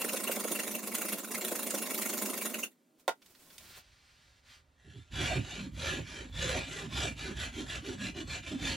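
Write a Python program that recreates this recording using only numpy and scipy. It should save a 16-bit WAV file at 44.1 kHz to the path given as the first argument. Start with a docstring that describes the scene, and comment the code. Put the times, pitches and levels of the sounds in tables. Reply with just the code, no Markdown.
"""A flat file rasps wooden handle scales held in a bench vise, heard from close by over faint room tone.
First, quick strokes at four times speed: noise clicks in tooth rhythm, with jolting thuds and short rings.
Then the file drops on the bench in cracks with a wooden ring, and a hand wipes dust in gritty noise.
A sleeve of coloured noise rustles and brushes past, and the teeth scrape faintly as the file settles.
Last, filing at natural pace: biting pushes and lighter pulls, with short sinking tones as the vise groans."""
import sys
import numpy as np
from scipy import signal
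from scipy.fft import rfft, irfft, next_fast_len
from scipy.io import wavfile
from scipy.ndimage import uniform_filter1d

SR = 44100
rng = np.random.default_rng(int(sys.argv[2]) if len(sys.argv) > 2 else 0)


def unload_wav(signal):
    """Save mono or channel-first audio to the path in sys.argv[1] as 16-bit WAV at rate SR, clipped to [-1, 1]."""
    wavfile.write(
        sys.argv[1],
        SR,
        np.round(np.clip(np.atleast_2d(signal).T, -1, 1) * 32767).astype(np.int16),
    )


N = 386306
LAPSE = 4  # times natural speed in the sped-up part
NATURAL_FROM_S = 3.5  # divides the sped-up part from the natural pace


def amp(db):
    """Decibels to gain."""
    return 10 ** (np.asarray(db) / 20)


def unit(x):
    """Scales to rms 1."""
    return x / np.sqrt(np.mean(x ** 2) + 1e-20)


def follow(rows, t):
    """The columns of a table at times t, fading fast beyond its ends."""
    s, *columns = np.transpose(rows)
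    beyond = np.maximum(np.maximum(s[0] - t, t - s[-1]), 0)
    return [np.interp(t, s, column) - 700 * beyond for column in columns]


def colour(x, points, modes=()):
    """Filters by a smooth spectrum with resonances standing out of it; rms 1."""
    size = next_fast_len(len(x) + SR // 10)
    hz = np.fft.rfftfreq(size, 1 / SR)
    f, db = np.transpose(points)
    lift = 1 + sum(amp(2 * lift_db) / (1 + (2 * (hz - at) / width) ** 2) for at, width, lift_db in modes)
    gain = amp(np.interp(np.log(hz + 1), np.log(f), db)) * np.sqrt(lift)
    return unit(irfft(rfft(x, size) * gain, size)[:len(x)])


def wander(t, per_s):
    """Smooth chance of rms 1."""
    knots = np.arange(t[0], t[-1] + 1, 1 / per_s)
    return unit(np.interp(t, knots, rng.standard_normal(len(knots))))


def swell(t, rise_s, fall_s):
    """A rounded burst that peaks at time zero."""
    return np.exp(-(t / np.where(t < 0, rise_s, fall_s)) ** 2)


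def throb(t, hz, rough, per_s=150):
    """An unsteady ring of rms 1."""
    angle = 2 * np.pi * np.cumsum(hz * np.ones(len(t))) / SR
    steady = np.cos(angle) * (1 + rough * wander(t, per_s) / 2)
    return unit(steady + rough * np.sin(angle) * wander(t, per_s))


# Spectrum of the room's rumble and hiss. Each row: frequency in Hz, density in dB per Hz.
ROOM_SPECTRUM = [(15, -44), (35, -9), (72, 0), (210, -19), (4000, -32), (15000, -52)]
ROOM_DB, RAISED_ROOM_DB = -66, -70


def room_tone(t):
    """Faint rumble and hiss of the workshop, raised in pitch until the natural pace sets in."""
    natural = np.clip((t - NATURAL_FROM_S) * 10, 0, 1)
    raised_spectrum = [(LAPSE * hz, db) for hz, db in ROOM_SPECTRUM]
    raised = colour(rng.standard_normal(N), raised_spectrum)
    plain = colour(rng.standard_normal(N), ROOM_SPECTRUM)
    return amp(RAISED_ROOM_DB) * (1 - natural) * raised + amp(ROOM_DB) * natural * plain


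def fibres(t, per_s, spread_db):
    """Clicks of snapping wood fibres, a few far larger than the rest."""
    hit = rng.random(len(t)) < per_s / SR
    size_db = spread_db * np.minimum(rng.exponential(1, len(t)), 4)
    return hit * rng.choice([-1, 1], len(t)) * amp(size_db)


def drifting(x, patchy_db):
    """The ring of the work shifts as the point of contact travels: smooth random gains over time and pitch."""
    z = signal.stft(x, nperseg=1024)[2]
    patches = uniform_filter1d(rng.standard_normal(z.shape), size=3, axis=0)
    patches = uniform_filter1d(patches, size=9, axis=1)
    return unit(signal.istft(z * amp(patchy_db * unit(patches)))[1][:len(x)])


# Resonances of scales, tang and file before any speeding up. Each row: frequency in Hz, width in Hz,
# lift with the tip on the work in dB, lift with the heel on it in dB.
RESONANCES = [(564, 130, 4.5, 4.5), (685, 26, 11.5, 17), (1700, 195, 5.5, 4.5), (2392, 30, 3, 12),
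              (2810, 350, -2.5, 7), (3430, 140, 7.5, -1)]


def rung(x, spectrum, travel):
    """The ring of file and work changes as the contact travels from the tip (0) to the heel (1)."""
    modes = np.array(RESONANCES)
    tip = colour(x, spectrum, modes[:, [0, 1, 2]])
    heel = colour(x, spectrum, modes[:, [0, 1, 3]])
    return drifting(tip + travel * (heel - tip), patchy_db=4.0)


# Spectra of the cutting hiss, the chattering work and the shuddering bench, before any speeding up.
# Each row: frequency in Hz, density in dB per Hz.
HISS_SPECTRUM = [(600, -15), (1500, -6.5), (2600, -5.5), (3900, -3.5), (4900, -10.5), (7800, -12),
                 (8600, -37), (10500, -16), (15500, -61)]
CHATTER_SPECTRUM = [(280, -4.5), (540, 5.5), (730, -7.5), (880, 3), (1400, -7), (2650, 3), (3400, -47)]
SHUDDER_SPECTRUM = [(22, -71), (53, 10.5), (76, 5.5), (160, 0), (240, -15), (500, -50.5)]


def filing(t, speed, travel, hiss_db, chatter_db, shudder_db, groan_db, edge_db):
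    """Rows of teeth strike the wood at a rate set by the speed; the work rings and shakes vise and bench."""
    tooth_hz = (190 + 150 * speed) * (1 + .16 * wander(t, 110))
    turns = np.cumsum(tooth_hz) / SR
    teeth = amp(1.6 * np.cos(2 * np.pi * turns) + 1.76 * wander(t, 200))  # the bite varies with the grain
    cut = rung(teeth * fibres(t, 12000, 2.2), HISS_SPECTRUM, travel)
    cut = unit(cut + amp(edge_db) * np.diff(cut, prepend=0))  # a keen edge is brighter
    chatter = rung(teeth * fibres(t, 2500, 3.9), CHATTER_SPECTRUM, travel)
    shudder = colour(fibres(t, 500, 3.04), SHUDDER_SPECTRUM)
    tooth_note = np.sin(2 * np.pi * turns) * (0.35 + wander(t, 140))
    octave_below = 0.31 * np.sin(np.pi * turns) * wander(t, 160)
    groan = unit(tooth_note + octave_below)
    sound = amp(hiss_db) * cut + amp(chatter_db) * chatter
    sound = sound + amp(shudder_db) * shudder + amp(groan_db) * groan
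    no_deep_bass = signal.butter(2, 34, "high", fs=SR, output="sos")  # the filing carries no deep bass
    return signal.sosfilt(no_deep_bass, sound)


# The sped-up strokes, a trip forth and back at a time. Each row: middle of the push in seconds,
# effort of the push in dB, effort of the pull in dB.
TRIPS = [(-.012, -34, -33.5), (.048, -34.5, -36.5), (0.136, -32.5, -34.5), (.205, -38, -35.5),
         (.281, -36.5, -34.5), (.362, -35.5, -36.5), (.445, -37.5, -35.5), (.52, -34, -34.5),
         (.598, -35, -36.5), (0.681, -36.5, -38), (0.754, -37, -41.5), (0.834, -40.5, -38),
         (.92, -40.5, -31), (.986, -37, -33.5), (1.056, -36, -34.5), (1.13, -35, -41), (1.249, -42, -45),
         (1.318, -36.5, -36), (1.383, -38, -36.5), (1.45, -34, -36), (1.522, -36.5, -34),
         (1.596, -36, -36.5), (1.671, -36, -35.5), (1.747, -33, -35), (1.825, -37, -38), (1.909, -35, -36),
         (1.986, -34.5, -33), (2.061, -35.5, -34), (2.138, -36.5, -35.5), (2.225, -35.5, -33.5),
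         (2.299, -35.5, -36), (2.38, -36, -37.5), (2.461, -32.5, -42), (2.548, -37.5, -39.5)]
LAST_PUSH_S, LAST_PUSH_DB = 2.639, -40  # one more push
LIFT_OFF_S, LIFT_OFF_DROP_DB = 2.727, 33.5  # then the file leaves the wood
PULL_AT = .48  # share of the trip at which the pull is fastest
# hiss, chatter and shudder beside the effort, in dB
QUICK_PUSH, QUICK_PULL = (2.44, -3.5, -3.06), (2.5, -2.5, -6)


def quick_filing():
    """Short even strokes that start abruptly and stop at each turn; sped up, they sound two octaves higher."""
    t = np.arange(round((LAST_PUSH_S + .5) * LAPSE * SR)) / SR
    heard_s, trips = t / LAPSE, np.array(TRIPS)
    pushes = trips[:, 0]
    pulls = pushes + PULL_AT * np.diff(np.r_[pushes, LAST_PUSH_S])
    middles = np.r_[np.c_[pushes, pulls].ravel(), LAST_PUSH_S, LIFT_OFF_S]
    efforts = np.r_[trips[:, 1:].ravel(), LAST_PUSH_DB, LAST_PUSH_DB - LIFT_OFF_DROP_DB]
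    angle = np.pi * np.interp(heard_s, middles, np.arange(len(middles)))
    slack = np.sin(angle - .3 * np.sin(angle) ** 2) ** 2  # 0 at full speed, 1 at a turn
    pull = np.sin(angle / 2) ** 2  # 0 in a push, 1 in a pull
    effort_db = follow(np.c_[middles, efforts], heard_s)[0]
    hiss_db, chatter_db, shudder_db = (effort_db + a + pull * (b - a) for a, b in zip(QUICK_PUSH, QUICK_PULL))
    # the heavy bench evens out the strokes
    shudder_db = shudder_db - .5 * (effort_db - np.median(efforts)) * (heard_s < LAST_PUSH_S)
    groan_db = (chatter_db + shudder_db) / 2 - 6.5 - 8 * slack
    sound = filing(t, 1 - slack, (1 + np.sin(angle)) / 2,
                   hiss_db - 11.4 * slack ** 0.58, chatter_db - 13 * slack, shudder_db - 3.3 * slack,
                   groan_db, edge_db=-32)
    return np.pad(signal.resample_poly(sound, 1, LAPSE), (0, N))[:N]


# at natural pace; the sped-up part plays it four times as fast and high
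CATCH_HZ, CATCH_RISE_S, CATCH_FALL_S = 681.4, 0.024, 0.021
CATCH_UPPER_HZ, CATCH_UPPER_DB = 1596, -12  # a second, weaker ring


def catch(t):
    """The teeth fall into step with the scales, which ring up and die away."""
    ring = throb(t, CATCH_HZ, rough=1.1) + amp(CATCH_UPPER_DB) * throb(t, CATCH_UPPER_HZ, rough=2.5)
    return swell(t, CATCH_RISE_S, CATCH_FALL_S) * ring


# at natural pace, likewise
BUMP_HZ, BUMP_RISE_S, BUMP_FALL_S, BUMP_SAG_OCTAVES_PER_S = 128, 0.025, 0.043, 9


def bump(t):
    """The file jolts against the work and the whole bench gives a rough thud that sinks in pitch."""
    hz = BUMP_HZ * 2 ** (-BUMP_SAG_OCTAVES_PER_S * t)
    note = throb(t, hz, rough=1.4) + amp(-11.5) * throb(t, 2.7 * hz, rough=4.1)
    thud = swell(t, BUMP_RISE_S, BUMP_FALL_S) * note
    return signal.sosfilt(signal.butter(4, 58, "high", fs=SR, output="sos"), thud)


# Dull bumps of the file against the work, mostly as a push ends. 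Each row: peak in seconds, level in dB.
BUMP_TIMES = [(.048, -37.5), (0.145, -32), (.297, -33.5), (.375, -34.5), (.451, -33.5), (1.522, -34),
              (1.745, -38), (4.879, -47.5), (4.969, -44.5), (5.211, -33), (5.38, -26.5), (6.004, -37),
              (6.459, -38)]
# The teeth catch and the scales ring out briefly. Each row: peak in seconds, level in dB.
CATCH_TIMES = [(0.022, -34.5), (0.095, -37.5), (.278, -35), (.56, -35.5), (.603, -35.5), (.753, -36.5),
               (2.546, -35), (2.637, -30.5), (5.32, -34.5), (6.55, -38.5), (7.05, -38.5)]


def jolts(lapse):
    """The bumps and catches of the sped-up part, or of the part at natural pace."""
    t = np.arange(-SR // 5, SR // 5) / SR
    out = np.zeros(N + 2 * SR)  # a spare second at either end
    for source, rows in ((bump, BUMP_TIMES), (catch, CATCH_TIMES)):
        for s, db in rows:
            if (s < NATURAL_FROM_S) == (lapse > 1):
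                sound = signal.resample_poly(source(t), 1, lapse)
                first = SR + round(s * SR) - len(sound) // 2
                out[first:][:len(sound)] += amp(db) * sound
    return out[SR:SR + N]


# The hand letting go of the file, then wiping off dust. Each row: time in seconds, level in dB.
WIPE_LEVELS = [(3.0, -62.5), (3.04, -80), (3.2, -78), (3.26, -65), (3.55, -59), (3.6, -57.5), (3.79, -56.5)]
# Fingers brushing the scales. Each row: peak in seconds, level in dB.
BRUSH_TIMES = [(3.221, -59.5), (3.351, -59), (3.503, -62)]
BRUSH_RISE_S, BRUSH_FALL_S = 0.0022, 0.0083
# Spectra of gritty dust and of soft cloth or skin. Each row: frequency in Hz, density in dB per Hz.
DUST_SPECTRUM = [(300, -2.5), (1800, -9), (15000, -10)]
CLOTH_SPECTRUM = [(500, -18.5), (1800, -1.5), (4700, -3), (6800, -12), (15000, -28)]


def wiping(t):
    """Skin drags gritty dust along the wood; the fingers land with short brushes, soft as cloth."""
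    touches = sum(amp(db) * swell(t - s, BRUSH_RISE_S, BRUSH_FALL_S) for s, db in BRUSH_TIMES)
    grit = fibres(t, 14000, 3.6)
    drag = amp(follow(WIPE_LEVELS, t)[0] + 2.0 * wander(t, 45))
    return drag * colour(grit, DUST_SPECTRUM) + touches * colour(grit, CLOTH_SPECTRUM)


# Knocks of the file on the bench and flicks of the fingers. Each row: start in seconds, level in dB,
# high-pass corner in Hz.
BLOWS = [(3.079, -36, 390), (3.091, -43, 300), (3.261, -72, 3280), (3.581, -60, 3320)]
# Spectrum of the crack. Each row: frequency in Hz, density in dB per Hz.
CRACK_SPECTRUM = [(800, -1), (2400, -12), (3800, -19), (6000, -19), (15000, -27)]
# What the file and the bench top ring with. Each row: frequency in Hz, level in dB,
# time to fall by 60 dB in seconds.
RING_MODES = [(540, 0.5, 0.11), (943, 1, 0.074), (1413, -1, 0.063), (2010, 1, 0.03), (3680, -0.5, 0.022)]
RING_DB = -4  # beside the crack


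def knocks():
    """Each blow is a crack whose treble dies first, and a short wooden ring."""
    out, t = np.zeros(N), np.arange(8192) / SR
    for s, db, low_hz in BLOWS:
        dull_noise = signal.lfilter(*signal.butter(1, 1800, fs=SR), rng.standard_normal(len(t)))
        body = dull_noise * amp(-60 * t / 0.084)
        snap = rng.standard_normal(len(t)) * 1.9 * amp(-60 * t / 0.032)
        ring = sum(amp(mode_db - 60 * t / t60) * np.sin(2 * np.pi * (hz * t + rng.random()))
                   for hz, mode_db, t60 in RING_MODES)
        blow = colour(body + snap, CRACK_SPECTRUM) + amp(RING_DB) * unit(ring)
        blow = signal.lfilter(*signal.butter(3, low_hz, "high", fs=SR), blow)
        out[round(s * SR):][:len(t)] += amp(db) * unit(blow)
    return out


# Rustle of hand and sleeve, sweeping off the work and bringing the file back.
# Each row: time in seconds, level in dB.
RUSTLE_LEVELS = [(3.6, -62.5), (3.77, -53), (3.83, -66.5), (3.99, -65), (4.3, -66), (4.4, -69)]
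SWISH_S, SWISH_HALF_LENGTH_S, SWISH_DB = 4.52, .065, -56.5


def sleeve(t):
    """Cloth rustles, then brushes past as the file is brought back to the work."""
    rustle_gain = amp(follow(RUSTLE_LEVELS, t)[0] + wander(t, 51))
    rustle = rustle_gain * colour(rng.standard_normal(N), CLOTH_SPECTRUM)
    swish_gain = amp(SWISH_DB) * swell(t - SWISH_S, SWISH_HALF_LENGTH_S, SWISH_HALF_LENGTH_S)
    return rustle + swish_gain * colour(rng.standard_normal(N), CLOTH_SPECTRUM)


SETTLE_S, SETTLE_HALF_LENGTH_S, SETTLE_DB = 4.96, .14, -61.5


def settling(t):
    """The teeth scrape faintly while the file finds its place on the wood."""
    scrape = rung(fibres(t, 2500, 3.9), HISS_SPECTRUM, travel=0)
    return amp(SETTLE_DB) * swell(t - SETTLE_S, SETTLE_HALF_LENGTH_S, SETTLE_HALF_LENGTH_S) * scrape


# The strokes at natural pace, push and pull in turn. Each row: start in seconds, effort in dB,
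# hiss left at the turn before it in dB.
SLOW_STROKES = [(5.097, -35, -55), (5.421, -44.5, -51), (5.714, -35, -68), (6.029, -45.5, -56),
                (6.298, -34.5, -65.5), (6.652, -42, -47), (6.887, -33, -58.5), (7.148, -42, -62.5),
                (7.345, -37, -54), (7.516, -42.5, -60), (7.66, -38, -53.5), (7.818, -42.5, -61),
                (7.97, -39, -55.5), (8.134, -43.5, -66), (8.254, -38.5, -62.5), (8.418, -44, -61.5),
                (8.576, -34, -54.5)]
LAST_TURN_S = 8.79
PUSH_SKEW, PULL_SKEW = 0.99, .85  # over 1: the stroke is fastest late
# a long stroke has time to chatter more: dB beside the hiss, for a stroke of this length
CHATTER_DB, CHATTER_LENGTH_S, CHATTER_DB_PER_DOUBLING = -12, 0.24, 5.5
SHUDDER_DB = -3  # beside the effort: the bench shakes in step with it
PULL_GROWL_DB, PUSH_GROWL_DB = -1.5, -10.5  # the teeth's own low note, beside the effort


def slow_filing(t):
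    """Each stroke speeds up and slows again; at some turns the file halts, at others it keeps rubbing."""
    starts, efforts, rests = np.transpose(SLOW_STROKES)
    turns = np.r_[starts, LAST_TURN_S]
    place = np.interp(t, turns, np.arange(len(turns)))
    stroke = np.minimum(place.astype(int), len(starts) - 1)
    progress, pull, effort_db = place - stroke, stroke % 2, efforts[stroke]
    speed = np.sin(np.pi * progress ** np.where(pull, PULL_SKEW, PUSH_SKEW))
    late = np.sin(np.pi * progress ** 3.05)  # wood and vise take time to build up their shaking
    slack = (1 - speed) ** 1.254
    rest_db = np.interp(stroke + np.sin(np.pi * progress / 2) ** 2, np.arange(len(rests)), rests)
    hiss_db = effort_db + slack * (rest_db - effort_db)
    doublings = np.log2(np.diff(turns) / CHATTER_LENGTH_S)[stroke]
    chatter_db = hiss_db + CHATTER_DB + CHATTER_DB_PER_DOUBLING * doublings
    chatter_db = chatter_db + 10 * (late - .5) + 8 * slack
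    shudder_db = effort_db + SHUDDER_DB - 6 * (1 - speed)
    growl_db = effort_db + np.where(pull, PULL_GROWL_DB, PUSH_GROWL_DB) - 8 * (1 - late)
    travel = np.sin(np.pi * place / 2) ** 2
    sound = filing(t, speed, travel, hiss_db, chatter_db, shudder_db, growl_db, edge_db=-46.5)
    return sound * np.clip((t - starts[0]) * 20, 0, 1)


# The vise groans as the teeth pass through its pitch, mostly falling while a pull slows.
# Each row: peak in seconds, level in dB, pitch at the peak in Hz, half length in seconds.
GROAN_NOTES = [(5.229, -42.5, 300, .05), (5.62, -40.5, 200, 0.063), (5.95, -44, 355, .05),
               (6.569, -42.5, 380, .04), (6.836, -43, 391, .028), (6.875, -40.5, 227.4, 0.027),
               (7.296, -42, 370, .045), (7.602, -39.5, 330, .038), (7.9, -39.5, 370.3, 0.043),
               (8.04, -39.5, 194, 0.06), (8.204, -42.5, 330, .05), (8.541, -34, 289.7, .025),
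               (8.649, -39.5, 278.8, .045)]
GROAN_SAG_OCTAVES, GROAN_ROUGH = 0.1092, 1.0  # fall in pitch over one half length; unsteadiness
GROAN_LOW_RATIO, GROAN_LOW_DB = .68, -6.5  # a weaker ring below


def groans(t):
    """The vise swells into a short rough note that sinks with the speed of the file."""
    out = np.zeros(N)
    for s, db, hz, half_length_s in GROAN_NOTES:
        near = abs(t - s) < np.pi * half_length_s
        since = t[near] - s
        pitch = hz * 2 ** (-GROAN_SAG_OCTAVES * since / half_length_s)
        low_ring = throb(since, GROAN_LOW_RATIO * pitch, GROAN_ROUGH)
        note = throb(since, pitch, GROAN_ROUGH) + amp(GROAN_LOW_DB) * low_ring
        out[near] += amp(db) * swell(since, half_length_s, half_length_s) * note
    return out


def workshop(x, wet_db, t60):
    """Early reflections off bench and walls, sparse random echoes that differ at each ear."""
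    t = np.arange(SR // 3) / SR
    hit = rng.standard_normal((2, len(t))) * (rng.random((2, len(t))) < 2500 / SR)
    taps = hit * amp(-60 * t / t60) * (t > .002)
    taps /= np.linalg.norm(taps, axis=1, keepdims=True)
    taps = signal.lfilter(*signal.butter(1, 350, "high", fs=SR), taps)
    wet = signal.oaconvolve(x[None], taps, axes=1)[:, :N]
    return (x + amp(wet_db) * wet) / np.hypot(1, amp(wet_db))


# How widely the reflections spread between the ears. Each row: frequency in Hz, side gain in dB.
SPREAD_BANDS = [(60, 2), (140, -6.5), (300, 0), (650, 0), (1500, 6), (2700, -4.5), (4200, -32.5), (6400, 6),
                (10000, 4)]
# How the sound leans. Each row: frequency in Hz, left minus right in dB.
LEAN_BANDS = [(60, -4), (290, -1.5), (1200, -4.5), (3100, 0)]


def ears(pair, lapse):
    """Each band has its own width and lean to the right; sped up, the pattern rises with the pitch."""
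    left, right = rfft(pair)
    log_hz = np.log(np.fft.rfftfreq(N, 1 / SR) / lapse + 1)
    bands = (np.transpose(SPREAD_BANDS), np.transpose(LEAN_BANDS))
    spread, lean = (amp(np.interp(log_hz, np.log(f), db)) for f, db in bands)
    mid = (left + right) / 2
    side = spread * (left - right) / 2 + mid * (lean - 1) / (lean + 1)
    return irfft(np.array([mid + side, mid - side]), N)


def scene():
    """Sped-up filing, the drop and the wiping, then filing at natural pace, with room tone throughout."""
    t = np.arange(N) / SR
    quick_dry = quick_filing() + jolts(LAPSE) + knocks() + wiping(t)
    slow_dry = room_tone(t) + sleeve(t) + settling(t) + slow_filing(t) + jolts(1) + groans(t)
    quick = workshop(quick_dry, wet_db=-4, t60=0.091)
    slow = workshop(slow_dry, wet_db=-2.0, t60=0.15)
    return ears(quick, LAPSE) + ears(slow, 1)


EDGE_HZ = 15900


def record(dry):
    """A steep low-pass takes off the highest treble."""
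    low_pass = signal.firwin(511, EDGE_HZ, window=("kaiser", 9), fs=SR)
    return signal.oaconvolve(dry, low_pass[None], "same")


dry = scene()
out = record(dry)
unload_wav(out)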